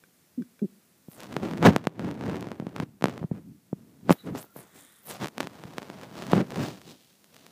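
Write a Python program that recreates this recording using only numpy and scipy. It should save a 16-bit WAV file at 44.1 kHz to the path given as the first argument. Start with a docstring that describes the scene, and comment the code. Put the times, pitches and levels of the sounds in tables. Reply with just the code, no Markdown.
"""Quiet room hum and hiss, light taps and two groans of a finger on plastic; then fingers shift on a small
camera held against a plastic tub, indoors. Skin drags over the casing in countless tiny slips (filtered
random pulses and noise); single slips snap and the casing bumps, all ringing one low resonance.
A fingertip slides over the microphone port, so the hiss sweeps; brushes and squeaks are shaped noise."""
import sys
import numpy as np
from scipy import signal
from scipy.fft import rfft, irfft, next_fast_len
from scipy.io import wavfile
from scipy.ndimage import map_coordinates

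SR = 44100
rng = np.random.default_rng(int(sys.argv[2]) if len(sys.argv) > 2 else 0)


def store_wav(level_fs):
    """Save 16-bit WAV to argv[1]."""
    pcm = np.round(np.clip(np.atleast_2d(level_fs), -1, 1) * 32767)
    wavfile.write(sys.argv[1], SR, pcm.T.astype(np.int16))


N = 331455
TIME_S = np.arange(N) / SR
CASE_HZ, CASE_Q, LEAK_HZ = 159, 2, 223  # casing resonance; high-pass leak of the push
QUIET_DB = -63  # room background, rms
TOP_HZ = 15300  # band limit

# room background spectrum: [f/Hz, relative level/dB]
QUIET_SPECTRUM = [(18, -73.5), (30, -34.5), (59, -25), (85, 0), (114, -4.5), (173, 4), (945, -12.5),
                  (1140, -12), (1680, -12.5), (2070, -12.5), (3150, -15.5), (5450, -14.5), (15500, -14)]
# the room background falls (+) or rises (-), then recovers: [t/s, nominal fall/dB, recovery (1/e)/s]
BACKGROUND_SWINGS = [(1.67, 11.5, 1.5), (4.11, -5.5, 0.18)]
# light taps on the tub wall: [t/s, relative level/dB]
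WALL_TAPS = [(0.038, -47), (.422, -45.5), (.593, -45.5)]
# tub wall modes: [f/Hz, mean relative level/dB, t60/s]
WALL_MODES = [(533, 0, 0.03435), (1554, 5, 0.027), (1720, 3, 0.015), (2330, 1, 0.026), (3400, -1, .02),
              (5070, -4, 0.016)]
# fingertip judders on plastic:
# [t/s, length/s, first slip rate/Hz, last slip rate/Hz, peak/dB, fade/dB, muffling/Hz]
FINGER_GROANS = [(0.376, 0.055, 258, 183, -23, 16.5, 350), (.617, .046, 231, 179, -17.5, 10, 400)]
# low tub resonances driven by the judder: [f/Hz, width/Hz, relative level/dB]
TUB_MODES = [(228, 120, 4), (364, 320, -12)]
# blunt knocks on the casing: [t/s, peak/dB, relaxation/Hz, contact/Hz (low = soft)]
CASE_BUMPS = [(1.0845, -33.5, 1000, 302), (1.6556, -4.5, 900, 4500), (1.672, -3, 100, 500),
              (1.689, -7, 100, 405), (2.3445, -22.5, 696, 2000), (2.5992, -25.5, 200, 527),
              (2.624, -25.5, 200, 620), (2.6677, -26, 200, 527), (2.8011, -21.5, 200, 596),
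              (2.83, -23, 201, 197), (3.2136, -26, 200, 150), (3.2287, -25.5, 1800, 785),
              (3.2399, -26.5, 1500, 590), (3.244, -21.5, 150, 202), (3.313, -31.5, 1507, 628),
              (3.314, -16.5, 400, 210), (3.7295, -17.5, 306, 518), (4.095, -2.5, 900, 1980),
              (4.1064, 2, 1400, 958), (4.1099, -10.5, 900, 1204), (4.3506, -22.5, 400, 1200),
              (4.443, -38.5, 1200, 1190), (4.5629, -31, 900, 1200), (5.65, -34, 100, 90),
              (6.333, -1, 900, 1330)]
# fingertip over the port, closing (-) or opening (+) the air gap; rise and fall are times for 20 dB:
# [t/s, rise/s, hold/s, fall/s, hiss/dB, gap resonance/Hz, glide/(octaves/s)]
PORT_PASSES = [(1.11, .06, 0.027, .11, -54, 13800, -12.5), (4.11, .015, .012, .03, -38.5, 7100, 38.5),
               (4.16, .03, 0.04, .1, -65, 14700, -5), (4.265, .04, .01, 0.027, -64.5, 4200, -7.5),
               (4.385, .04, 0.05, 0.038, -47.5, 6980, 22), (4.57, .06, 0.026, 0.069, -49, 12860, -8.5),
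               (4.77, .11, 0.0497, 0.43, -55.5, 8000, 1.5), (5.095, 0.065, .015, 0.053, -41.5, 10100, -12)]
# strokes of skin over the casing, t = start of full pressure; rise and fall are times for 20 dB:
# [t/s, rise/s, hold/s, fall/s, rumble/dB, scrape re rumble/dB, fizz re rumble/dB]
SKIN_STROKES = [(1.201, .1, 0.063, 0.073, -49, -2.5, -10), (1.306, .05, .07, 0.12, -40, -9, -19.5),
                (1.438, .05, 0.015, .2, -28.5, -11, -23.5), (1.662, .03, 0.0081, 0.011, -19, 8, -9),
                (1.672, 0.058, 0.02, 0.029, -10, -14.5, -29.5),
                (1.713, 0.038, 0.042, 0.047, -31.5, -9, -24.5),
                (1.79, 0.055, 0.062, 0.14, -44.5, -9.5, -23.5), (2.029, 0.08, .06, 0.11, -31, -12, -26),
                (2.26, .15, 0.035, 0.33, -29.5, -11.5, -26), (2.622, 0.041, 0.1525, 0.15, -48.5, -11, -25),
                (2.787, 0.067, 0.045, 0.023, -38, -8.5, -21), (2.86, 0.09, 0.013, 0.33, -52.5, -31, -30),
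                (3.048, 0.0264, 0.037, 0.16, -36.5, -8.5, -19.5),
                (3.14, 0.12, 0.091, 0.025, -48, -6.5, -23.5), (3.323, 0.033, 0.046, 0.079, -41, -17, -32),
                (3.482, .2, 0.015, 0.12, -46, -32, -45), (3.79, 0.14, .01, .12, -49.5, -20, -26.5),
                (3.9, 0.22, .11, 0.14, -56.5, -15.5, -26), (4.04, .03, 0.035, .03, -43, -25, -28.5),
                (4.114, 0.036, 0.0056, 0.023, -22.5, -9, -20),
                (4.266, 0.029, 0.023, 0.039, -33, -12, -28.5),
                (4.324, 0.069, 0.029, 0.03, -33.5, -20, -41.5), (4.35, .01, 0.015, 0.082, -40.5, -3, -11),
                (4.56, 0.017, 0.0397, 0.116, -52, -1.5, -12.5), (4.754, 0.031, 0.042, 0.14, -57, -4.5, -8),
                (5.102, 0.045, 0.0078, .12, -46, 4, -1), (5.218, 0.03, 0.016, 0.048, -32, -4.5, -12),
                (5.41, 0.095, 0.048, 0.038, -42.5, -5.5, -13), (5.533, .2, 0.4, 0.24, -51, -3, -10.5),
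                (5.992, 0.16, 0.041, .25, -48, -1.5, -11), (6.183, .1, 0.044, 0.22, -42, -3, -8.5),
                (6.325, .07, 0.023, .05, -29, -7, -16.5), (6.368, .04, 0.038, 0.034, -18, -14.5, -29.5),
                (6.597, .15, .03, 0.098, -30, -7.5, -16.5), (6.66, .1, 0.015, 0.15, -39.5, -6, -6.5),
                (6.88, .1, 0.04, 0.062, -49.5, -7.5, -3.5), (6.966, .1, .12, 0.32, -71, -4.5, 7),
                (7.35, 0.16, .16, 0.13, -64, -1.5, 1)]
# skin drag spectrum: [f/Hz, relative level/dB]
SKIN_SPECTRUM = [(15, -52.5), (25, -34), (48, -26), (80, -14), (119, -4), (188, -1), (246, -3.5),
                 (274, -2.5), (331, -5), (457, -9), (741, -14), (804, -15.5), (1270, -20.5), (6210, -39),
                 (13200, -52.5), (15500, -43.5)]
# single slips that snap, from faint ticks to loud pops:
# [t/s, relative level/dB, relaxation/Hz (low = thick pop, high = thin tick)]
PLACED_SNAPS = [(1.1158, -37.5, 4000), (1.1331, -35.5, 4000), (1.2049, -23.5, 4000), (1.2336, -24, 2590),
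                (1.2437, -29.5, 1100), (1.3254, -27, 750), (1.3664, -9, 283), (1.5121, -20, 330),
                (1.5356, -18.5, 150), (1.575, -23.5, 750), (1.5815, -24, 500), (1.6277, -5.5, 150),
                (1.7629, -0.5, 540), (1.7827, -30, 750), (1.842, -28.5, 499), (1.8529, -28, 330),
                (1.8711, -5, 283), (1.995, -18.5, 250), (2.1126, -23, 736), (2.2109, -21.5, 150),
                (2.2381, -22, 150), (2.297, -19, 150), (2.3576, -23.5, 497), (2.3681, -23.5, 500),
                (2.4264, -21, 330), (2.4704, -25, 150), (2.4871, -28.5, 330), (2.5171, -19.5, 223),
                (2.5996, -24, 148), (2.6683, -25, 150), (2.7635, -17, 500), (2.8008, -12, 222),
                (2.8351, -27.5, 150), (3.0112, -30, 300), (3.0241, -14, 220), (3.0414, 0, 365),
                (3.0569, -8, 350), (3.0841, -18.5, 330), (3.0966, -23.5, 220), (3.1784, -23, 334),
                (4.1258, -9.5, 2500), (4.4281, -28.5, 4000), (4.5629, -42, 152.5), (5.1119, -20, 4000),
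                (5.2449, -13.5, 770), (5.2584, -16, 745), (5.2719, -18.5, 1700), (5.2842, -21, 2570),
                (5.3812, -13.5, 1010), (5.4046, -8, 750), (5.4081, -12.5, 1120), (5.4302, -19.5, 750),
                (5.4718, -17.5, 750), (5.638, -24.5, 520), (5.7828, -12, 740), (5.8196, -26, 500),
                (5.8295, -26, 498), (5.9006, -22, 330), (6.0137, -29, 1100), (6.0346, -26.5, 1100),
                (6.2228, -19.5, 750), (6.2675, -23, 1700), (6.3186, -17.5, 2600), (6.5059, -23, 1700),
                (6.5209, -22, 500), (6.5589, -19, 1100), (6.8165, -30.5, 1685), (7.2438, -34.5, 3970),
                (7.3451, -33.5, 4000), (7.3656, -30.5, 2600), (7.4658, -29, 2630)]
# skin brushes near the hollow of the hand: [t/s, rise/s, hold/s, fall/s, level/dB]
HAND_BRUSHES = [(4.158, 0.037, 0.099, 0.13, -64.5), (4.603, .1, 0.12, 0.21, -68),
                (4.773, 0.14, 0.12, .33, -61.5)]
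# hollow of the hand around the port: [f/Hz, width/Hz, mean relative level/dB]
HOLLOW_MODES = [(1400, 730, -1.5), (1950, 680, -2.5), (3560, 770, -3)]
# thin squeaks of skin: [t/s, rise/s, hold/s, fall/s, level/dB, pitch/Hz]
SKIN_SQUEAKS = [(4.189, 0.019, .01, .06, -56, 3900), (4.473, 0.032, 0.069, .04, -70, 1376)]


def amp(db):
    """Decibels to gain."""
    return 10 ** (np.asarray(db) / 20)


def unit(x):
    """Scale to rms 1."""
    return x / np.sqrt(np.mean(x ** 2) + 1e-20)


def shape(points, hz):
    """Gain of (Hz, dB) points on a log axis."""
    f, db = np.transpose(points)
    return amp(np.interp(np.log(hz + 1), np.log(f + 1), db))


def coloured(x, gain):
    """Causal (minimum-phase) filter with the given gain of frequency, via the folded cepstrum."""
    m = 2 * next_fast_len(N // 2 + 8192)
    cepstrum = irfft(np.log(np.maximum(gain(np.fft.rfftfreq(m, 1 / SR)), 1e-6)))
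    cepstrum[1:m // 2] *= 2
    cepstrum[m // 2 + 1:] = 0
    return irfft(rfft(x, m) * np.exp(rfft(cepstrum)))[:N]


def wobble(rate_hz):
    """A smooth random curve, rate_hz knots a second."""
    return map_coordinates(rng.standard_normal(int(N * rate_hz / SR) + 4), [TIME_S * rate_hz])


def add(track, s, sound):
    """Mix a sound in at time s."""
    part = track[max(round(s * SR), 0):][:len(sound)]
    part += sound[:len(part)]


def swell(s, rise_s, hold_s, fall_s, db):
    """Gain of one touch: it builds, holds and lets go, by 20 dB in each rise or fall time."""
    away = np.maximum(s - TIME_S, 0) / rise_s + np.maximum(TIME_S - s - hold_s, 0) / fall_s
    return amp(db - 20 * np.minimum(away, 10))


def together(gains):
    """Overlapping touches add in power."""
    return np.sqrt(sum(g ** 2 for g in gains))


def floor(onset_s=.05):
    """Quiet room hum and hiss; each level swing sets in quickly and recovers exponentially."""
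    fall_db = np.zeros(N)
    for s, depth_db, recovery_s in BACKGROUND_SWINGS:
        onset = np.clip((TIME_S - s) / onset_s, 0, 1)
        fall_db += depth_db * onset * np.exp(-np.maximum(TIME_S - s, 0) / recovery_s)
    noise = coloured(rng.standard_normal(N), lambda hz: shape(QUIET_SPECTRUM, hz))
    return amp(QUIET_DB - fall_db) * unit(noise)


def taps():
    """A light touch rings the tub wall's modes briefly, with a burst of noise."""
    track, t = np.zeros(N), TIME_S[:SR // 10]
    for s, db in WALL_TAPS:
        ring = np.zeros(len(t))
        for hz, mode_db, t60_s in WALL_MODES:
            ring += amp(mode_db + rng.normal(0, 2) - 60 * t / t60_s) * np.sin(2 * np.pi * hz * t)
        burst = 0.73 * amp(-60 * t / .02) * rng.standard_normal(len(t))
        add(track, s, amp(db - 10.5) * (ring + burst))
    return track


def groans():
    """Uneven stick-slip pulses slow as the fingertip comes to rest; soft skin muffles them, the tub rings."""
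    track, t = np.zeros(N), TIME_S[:SR // 8]
    for s, length_s, first_hz, last_hz, db, fade_db, muffle_hz in FINGER_GROANS:
        uneven = 1 + .13 * wobble(250)[:len(t)]
        turns = np.cumsum(np.interp(t, [0, length_s], [first_hz, last_hz]) * uneven) / SR
        grip = np.clip(np.minimum(.5 + t / .02, (length_s - t) / .008), 0, 1)
        strength = grip * amp(2.4 * wobble(161)[:len(t)] - fade_db * t / length_s)
        pulses = np.diff(np.floor(turns), prepend=-1) * strength
        band = signal.butter(4, [110, muffle_hz], 'band', fs=SR, output='sos')
        muffled = signal.sosfilt(band, pulses)
        groan = np.zeros(len(t))
        for hz, width_hz, mode_db in TUB_MODES:
            groan += amp(mode_db) * signal.lfilter(*signal.iirpeak(hz, hz / width_hz, fs=SR), muffled)
        add(track, s, amp(db) * groan / np.abs(groan).max())
    return track


def room(x, t60_s=.4):
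    """The small room's faint answer: a decaying noise tail."""
    t = TIME_S[:SR // 2]
    tail = rng.standard_normal(len(t)) * amp(-60 * t / t60_s) * (t > .006)
    return signal.fftconvolve(x, tail / np.linalg.norm(tail))[:N]


def casing(relax_hz):
    """A sudden push relaxes, rings the casing and leaks away; peak near 1."""
    push = np.exp(-2 * np.pi * relax_hz * TIME_S[:SR // 20])
    w = 2 * np.pi * CASE_HZ
    ring = signal.lfilter(*signal.bilinear([1, 0, 0], [1, w / CASE_Q, w * w], SR), push)
    return signal.lfilter(*signal.butter(1, LEAK_HZ, 'high', fs=SR), ring)


def bumps():
    """A blunt contact rounds the step off, leaving a thud."""
    track, t = np.zeros(N), TIME_S[:SR // 50]
    for s, db, relax_hz, contact_hz in CASE_BUMPS:
        thud = np.convolve(casing(relax_hz), t ** 2 * np.exp(-2 * np.pi * contact_hz * t))
        add(track, s, amp(db) * thud / np.abs(thud).max())
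    return track


def slips(rate_hz, spread_db, smooth):
    """Random micro-slips of very unequal size over a smooth drag; rms 1."""
    sizes = amp(spread_db * np.clip(rng.standard_normal(N), -2, 2)) * rng.choice([-1, 1], N)
    train = unit(sizes * (rng.random(N) < rate_hz / SR))
    return unit(train + smooth * rng.standard_normal(N))


def port_hiss(width=0.21, upper_ratio=2.0, upper_db=-3, lowest_hz=3500, highest_hz=15800):
    """The gap under the fingertip has two resonances: the narrower it is, the lower the hiss."""
    gains = np.array([swell(*row[:5]) for row in PORT_PASSES])
    # the loudest pass sets the pitch, gliding evenly in octaves within limits
    s, *_, centre_hz, glide = np.array(PORT_PASSES)[gains.argmax(axis=0)].T
    octaves = np.clip(glide * (TIME_S - s), -2, 2)
    gap_hz = np.clip(centre_hz * 2 ** octaves, lowest_hz, highest_hz)
    hz, t, z = signal.stft(slips(rate_hz=700, spread_db=6, smooth=.6), SR, nperseg=256)
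    ratio = hz[:, None] / np.interp(t, TIME_S, gap_hz)
    peak = lambda r: 1 / (1 + ((r - 1) / width) ** 2)
    gain = peak(ratio) + amp(upper_db) * peak(ratio / upper_ratio)
    gain /= np.sqrt(np.mean(gain ** 2, axis=0))
    return together(gains) * signal.istft(z * gain, SR, nperseg=256)[1][:N]


def stroke_levels():
    """Rumble, scrape and fizz in dB; each stroke drives all three with one envelope."""
    power = np.zeros((3, N))
    for *touch, scrape_db, fizz_db in SKIN_STROKES:
        power += amp([[0], [scrape_db], [fizz_db]]) ** 2 * swell(*touch) ** 2
    return 10 * np.log10(power)


def rubbing(levels_db, low_hz=500, high_hz=3000, muffled_hz=300, dull_from_db=-11, dull_range_db=12,
            flutter_db=0.07, ring_width_hz=30, boom_share=0.43, boom_from_db=-33):
    """Tiny slips feed rumble, scrape and fizz; a hard drag merges them into a rush."""
    rumble_db, scrape_db, fizz_db = levels_db
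    merged = np.clip((fizz_db + 54.5) / 22, 0, 1)
    sparse = slips(rate_hz=600, spread_db=5, smooth=.65)
    dense = slips(rate_hz=3000, spread_db=4, smooth=.7)
    drag = np.sqrt(1 - merged) * sparse + np.sqrt(merged) * dense
    drag = drag * amp(flutter_db * wobble(60))
    # the soft pad of the finger adds an even drag, heard only in the rumble
    pad = drag + 1.3 * rng.standard_normal(N)
    m = next_fast_len(N)
    hz = np.fft.rfftfreq(m, 1 / SR)
    crisp, soft = [rfft(coloured(v, lambda f: shape(SKIN_SPECTRUM, f)), m) for v in (drag, pad)]
    below = lambda edge_hz: 1 / (1 + (hz / edge_hz) ** 6)
    layer = lambda spectrum: unit(irfft(spectrum, m)[:N])
    # a stroke with little scrape is all finger pad, which muffles the rumble too
    dull = np.clip((dull_from_db - scrape_db + rumble_db) / dull_range_db, 0, 1)
    body = (1 - dull) * layer(soft * below(low_hz)) + dull * layer(soft * below(muffled_hz))
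    # the hardest pushes set the casing booming at its resonance
    boom = layer(soft / (1 + ((hz - CASE_HZ) / ring_width_hz) ** 2))
    share = boom_share * np.clip((rumble_db - boom_from_db) / 20, 0, 1)
    rumble = (1 - share) * body + share * boom
    scrape = layer(crisp * (below(high_hz) - below(low_hz)))
    fizz = layer(crisp * (1 - below(high_hz)))
    return amp(rumble_db) * rumble + amp(scrape_db) * scrape + amp(fizz_db) * fizz


def random_snaps(scrape_db, count=170, over_db=13, spread_db=5.5, loudest_db=-25,
                 relax_hz=600, spread_octaves=1):
    """Further snaps come at random and grow with the scrape: rows like those of the placed ones."""
    rows = []
    for when, size, colour in zip(rng.integers(N, size=count), *rng.standard_normal((2, count))):
        db = min(scrape_db[when] + over_db + spread_db * size, loudest_db)
        rows.append((when / SR, db, relax_hz * 2 ** (spread_octaves * colour)))
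    return rows


def snaps(rows, level_db=2.0, edge_hz=2200, thin_edge=6, rounding=0.18):
    """Each slip is a step of force on the casing; small thin ticks have the sharpest edge."""
    track = np.zeros(N)
    for s, db, relax_hz in rows:
        corner_hz = (edge_hz + thin_edge * relax_hz) * amp(-rounding * (db + 34))
        keep = np.exp(-2 * np.pi * corner_hz / SR)
        snap = signal.lfilter([1 - keep], [1, -keep], casing(relax_hz))
        add(track, s, amp(db + level_db) * snap)
    return track


def brushing():
    """Light brushing is coloured by the hollow of the hand, whose resonances come and go."""
    modes = np.zeros(N)
    for centre_hz, width_hz, db in HOLLOW_MODES:
        level = amp(db + 2 * wobble(8))
        peak = lambda hz: 1 / (1 + (2 * (hz - centre_hz) / width_hz) ** 2)
        modes += level * coloured(rng.standard_normal(N), peak)
    return together(swell(*row) for row in HAND_BRUSHES) * unit(modes)


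def squeak(width=.03, second_ratio=.77, second_db=-14):
    """Light fast slipping sings in a narrow band of noise, with a weaker one below it."""
    peak = lambda hz, centre_hz: 1 / (1 + ((hz / centre_hz - 1) / width) ** 2)
    track = np.zeros(N)
    for *touch, pitch_hz in SKIN_SQUEAKS:
        gain = lambda hz: peak(hz, pitch_hz) + amp(second_db) * peak(hz, second_ratio * pitch_hz)
        track += swell(*touch) * unit(coloured(rng.standard_normal(N), gain))
    return track


def scene():
    """Contact sounds reach the microphone directly; tub and, fainter, knocks also sound into the room."""
    levels_db = stroke_levels()
    tub = groans() + taps()
    knocks = snaps(PLACED_SNAPS + random_snaps(levels_db[1])) + bumps()
    skin = rubbing(levels_db) + port_hiss() + brushing() + squeak()
    answer = room(amp(-24) * tub + amp(-42.0) * knocks)
    return (skin + knocks + tub + answer + floor())[None]


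def record(dry, ceiling=0.62):
    """Peaks are rounded off and nothing is kept above the band limit."""
    rounded = dry / (1 + np.abs(dry / ceiling) ** 6) ** (1 / 6)
    m = next_fast_len(N + SR // 10)
    return irfft(rfft(rounded, m) * (np.fft.rfftfreq(m, 1 / SR) < TOP_HZ), m)[..., :N]


dry = scene()
out = record(dry)
store_wav(out)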